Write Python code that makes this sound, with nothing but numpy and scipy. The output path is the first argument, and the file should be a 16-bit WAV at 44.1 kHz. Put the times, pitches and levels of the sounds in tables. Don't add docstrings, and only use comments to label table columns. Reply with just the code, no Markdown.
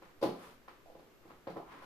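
import sys
import numpy as np
from scipy import signal
from scipy.fft import rfft, irfft, next_fast_len
from scipy.io import wavfile

SR = 44100
rng = np.random.default_rng(int(sys.argv[2]) if len(sys.argv) > 2 else 0)


def master_out(mix):
    frames = np.transpose(np.atleast_2d(mix))
    ceiling = np.clip(frames, -1, 1)
    pcm = np.round(ceiling * 32767).astype(np.int16)
    wavfile.write(sys.argv[1], SR, pcm)


N = 81585


def amp(db):
    return 10 ** (np.asarray(db) / 20)


def unit_level(sound):
    return sound / np.sqrt(np.mean(sound ** 2) + 1e-20)


def curve_at(points, hz):
    frequencies, values = np.transpose(points)
    return np.interp(np.log(hz + 1), np.log(frequencies + 1), values)


def filtered(sound, response):
    n = sound.shape[-1]
    padded = next_fast_len(n + SR // 2)
    hz = np.fft.rfftfreq(padded, 1 / SR)
    return irfft(rfft(sound, padded) * response(hz), padded)[..., :n]


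def shortest_pulse(level_db, size=4096):
    hz = np.fft.rfftfreq(size, 1 / SR)
    cepstrum = irfft(np.log(amp(level_db(hz))))
    fold = np.r_[1, np.full(size // 2 - 1, 2), np.zeros(size // 2)]
    return irfft(np.exp(rfft(cepstrum * fold)))


# (frequency [Hz], likeness [0 to 1])
STEREO_LIKENESS = [(60, 0.73), (250, 0.74), (600, 0.6), (1200, 0.23), (2500, 0.076), (12000, 0.018)]
def diffuse_noise(n):
    def shares(hz):
        angle = np.arccos(np.clip(curve_at(STEREO_LIKENESS, hz), -1, 1)) / 2
        return np.array([np.cos(angle), np.sin(angle)])
    mid, side = filtered(rng.standard_normal((2, n)), shares)
    return np.array([mid + side, mid - side])


# (frequency [Hz], relative level [dB])
HISS_TONE = [(12, 11), (28, -11.5), (55, -1), (110, -4), (200, -5.5), (350, 1), (520, -5), (760, -9.5),
             (1150, -9.5), (1800, -12), (2800, -16.5), (4600, -21.5), (7500, -25.5), (9800, -31),
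             (11500, -24), (14400, -24)]
def room_hiss(level_db=-62):
    hiss = filtered(diffuse_noise(N), lambda hz: amp(curve_at(HISS_TONE, hz)))
    return amp(level_db) * unit_level(hiss)


# (frequency [Hz], relative level [dB])
REVERB_TONE = [(100, 5), (200, -7), (500, -4), (850, -5.5), (1400, -1.5), (2500, 1.5), (12000, -2.5)]
# (frequency [Hz], time to fade by 60 dB [s])
REVERB_FADE = [(120, 0.23), (400, 0.4), (1000, 0.44), (3000, 0.44), (12000, .33)]
def reverberation(rise_s=0.0012):
    hz, t, spectrum = signal.stft(diffuse_noise(SR), SR, nperseg=256)
    fade = amp(-60 * t / curve_at(REVERB_FADE, hz)[:, None])
    tail = signal.istft(spectrum * fade, SR, nperseg=256)[1][:, :SR]
    tail = filtered(tail, lambda f: amp(curve_at(REVERB_TONE, f))) / np.linalg.norm(tail[0])
    return tail * (1 - np.exp(-np.arange(SR) / SR / rise_s))


# (pitch [Hz], relative level [dB], time to fade by 60 dB [s])
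ROOM_NOTES = [(83, -44, 0.23), (139, -46, 0.21), (173.96, -49.5, 0.42), (201.5, -53.5, 0.34),
              (241.8, -71, 0.99), (273.1, -62.5, 0.45), (325.2, -65, 0.47), (361, -61.5, 0.52),
              (441, -60.5, 0.53), (515, -60.5, 0.48), (534.6, -59, 0.25), (680.4, -47, 0.16),
              (754, -52.5, 0.23), (807.6, -55.5, 0.17), (840.3, -50, 0.16), (1059.6, -59.5, 0.25),
              (1172, -55, 0.39), (1265, -50, 0.2), (3019, -49.5, 0.47)]
def standing_waves(rise_s=0.018):
    t = np.arange(SR) / SR
    ring = sum(amp(db + rng.normal(0, 1, (2, 1)) - 60 * t / fade_s) * np.cos(2 * np.pi * hz * t)
               for hz, db, fade_s in ROOM_NOTES)
    return ring * (1 - np.exp(-t / rise_s))


# (delay [s], relative level [dB], left side's head start [s])
WALL_ECHOES = [(.0038, -8, .0002), (.0056, -15, .0003), (.0091, -19.5, 0), (0.0127, -13.5, 0),
               (0.0149, -15.5, -.0002), (0.0342, -20, 0)]
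def early_paths(direct_db=-13, scatter_hz=2520):
    def response(hz):
        sides = np.array([[-.5], [.5]])
        echoes = sum(amp(db) * np.exp(-2j * np.pi * hz * (delay + sides * lead))
                     for delay, db, lead in WALL_ECHOES)
        return (amp(direct_db) + echoes) / (1 + 1j * hz / scatter_hz)
    return filtered(signal.unit_impulse(SR), response)


THUD_HZ, KNOCK_HZ, CLACK_HZ, CLICK_HZ, SIZZLE_HZ = 208, 648, 1750, 4590, 12000

# (frequency [Hz], relative level [dB])
RUB_TONE = [(100, -13.5), (300, 0), (700, -5.5), (1100, 2), (1600, -4.5), (2400, -10.5), (4500, -20),
            (8000, -30.5), (14000, -32)]
# (start [s], rise [s], fall [s], level [dB], treble boost [dB])
SLIDES = [(0.021, 0.025, 0.11, -61.5, 2), (0.318, .13, .15, -54.5, 9.5), (1.19, .11, 0.09, -64, -9),
          (1.649, 0.078, 0.21, -52, -5.5), (1.811, .03, 0.027, -55.5, 1)]
def sole_scuffs(catches_per_s=450, roughness_db=1):
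    t, out = np.arange(N) / SR, np.zeros((2, N))
    for start, rise, fall, db, treble_db in SLIDES:
        catches = np.interp(t * catches_per_s, np.arange(N), rng.standard_normal(N))
        rough_noise = diffuse_noise(N) * amp(roughness_db * catches)
        treble = [(CLACK_HZ, 0), (SIZZLE_HZ, treble_db)]
        rub = filtered(rough_noise, lambda hz: amp(curve_at(RUB_TONE, hz) + curve_at(treble, hz)))
        swell = np.interp(t, [start, start + rise, start + rise + fall], [0, 1, 0])
        out += unit_level(rub) * amp(db) * swell
    return out


# (frequency [Hz], relative level [dB])
KNOCK_TONE = [(30, -41), (85, -33), (150, -14), (240, -10.5), (340, -5.5), (520, -7), (780, -12),
              (1100, -18), (1600, -28.5), (2800, -32.5), (4600, -29.5), (7500, -42), (11500, -38),
              (14500, -36)]
# (pitch [Hz], half width [Hz], boost [dB])
BOARD_RINGS = [(310, 52, 4.5), (504.7, 36, 5), (702.6, 48, 5.5), (827, 35, 8.5), (1011, 34, 8),
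               (1314, 99, 3.5)]
def board_knock(strength_db, colour, hollow_hz, hollow_db=5.5, hollow_octaves=0.18):
    def level_db(hz):
        rings = sum(db / (1 + ((hz - pitch) / width) ** 2) for pitch, width, db in BOARD_RINGS)
        octaves_away = np.log2((hz + 1) / hollow_hz)
        hollow = hollow_db / (1 + (octaves_away / hollow_octaves) ** 2)
        return strength_db + curve_at(KNOCK_TONE, hz) + rings + curve_at(colour, hz) + hollow
    return -shortest_pulse(level_db)


# (time [s], strength [dB], room ring [dB], hollow pitch [Hz],
# thud boost [dB], clack boost [dB], click boost [dB], sizzle boost [dB])
SHOE_CONTACTS = [(.0215, -5.5, -4, 322, 3, 18, 5, -2), (.2135, -2, 6.5, 394, 7, 4, 8, 1),
                 (.2262, 21, 1.5, 346, -1, 1, 0.5, -4), (.239, 19.5, -6.5, 520, -3.5, -4.5, -11, 2),
                 (0.2574, 7.5, 0.5, 800, 16.5, -1, -1, -1), (0.2917, 7, -12, 213, 9, -7, -1, 10),
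                 (.680, -3.5, -3, 1090, -7.5, 20, 7.5, 3.5), (.8566, -9, 7, 737, -11, -16, -7, -7),
                 (.897, -3.5, -3, 650, -6, -9, -3, 0), (.9495, -6, 0, 616, 6, 0, -6, -20),
                 (.9925, -8.5, -4, 425, -2, 8, 6, 3), (1.2529, -10.5, -2.5, 356, 11, 5, -9, 8),
                 (1.277, -9.5, -7, 1020, -23, -2, 9.5, 2), (1.3035, -6.5, -5.5, 1240, 9, 19, 4.5, 8),
                 (1.471, 9, -2, 550, 5, 10, -2.5, -13), (1.499, -11, 6.5, 127, 11, 3, 8.5, 4),
                 (1.5594, 5.5, -2, 333, 3, -2, -19, -14), (1.5665, 9.5, -1, 970, -1, 3.5, -10, -9),
                 (1.821, -5, -4.5, 1049, -2, 12, 8, 8)]
def footsteps():
    out = np.zeros((2, N + 2 * SR))
    near, ring = early_paths(), standing_waves()
    for time, strength_db, room_db, hollow_hz, thud, clack, click, sizzle in SHOE_CONTACTS:
        colour = [(THUD_HZ, thud), (KNOCK_HZ, 0), (CLACK_HZ, clack),
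                  (CLICK_HZ, click), (SIZZLE_HZ, sizzle)]
        knock = board_knock(strength_db, colour, hollow_hz)
        room = near + amp(room_db) * (ring + reverberation())
        heard = signal.fftconvolve(room, knock[None], axes=1)
        start = round(time * SR)
        out[:, start:start + heard.shape[1]] += heard
    return out[:, :N]


# (frequency [Hz], left minus right level [dB])
MIC_BALANCE = [(250, -0.5), (600, 0.1), (1100, 0.2), (2000, 1), (4000, 3.7), (7500, -2.5), (9500, -15),
               (12000, 2.5)]
def scene():
    shoes = footsteps() + sole_scuffs()
    sides = np.array([[.5], [-.5]])
    return filtered(shoes, lambda hz: amp(curve_at(MIC_BALANCE, hz) * sides)) + room_hiss()


def record(dry, top_hz=14560):
    return filtered(dry, lambda hz: hz < top_hz)


dry = scene()
out = record(dry)
master_out(out)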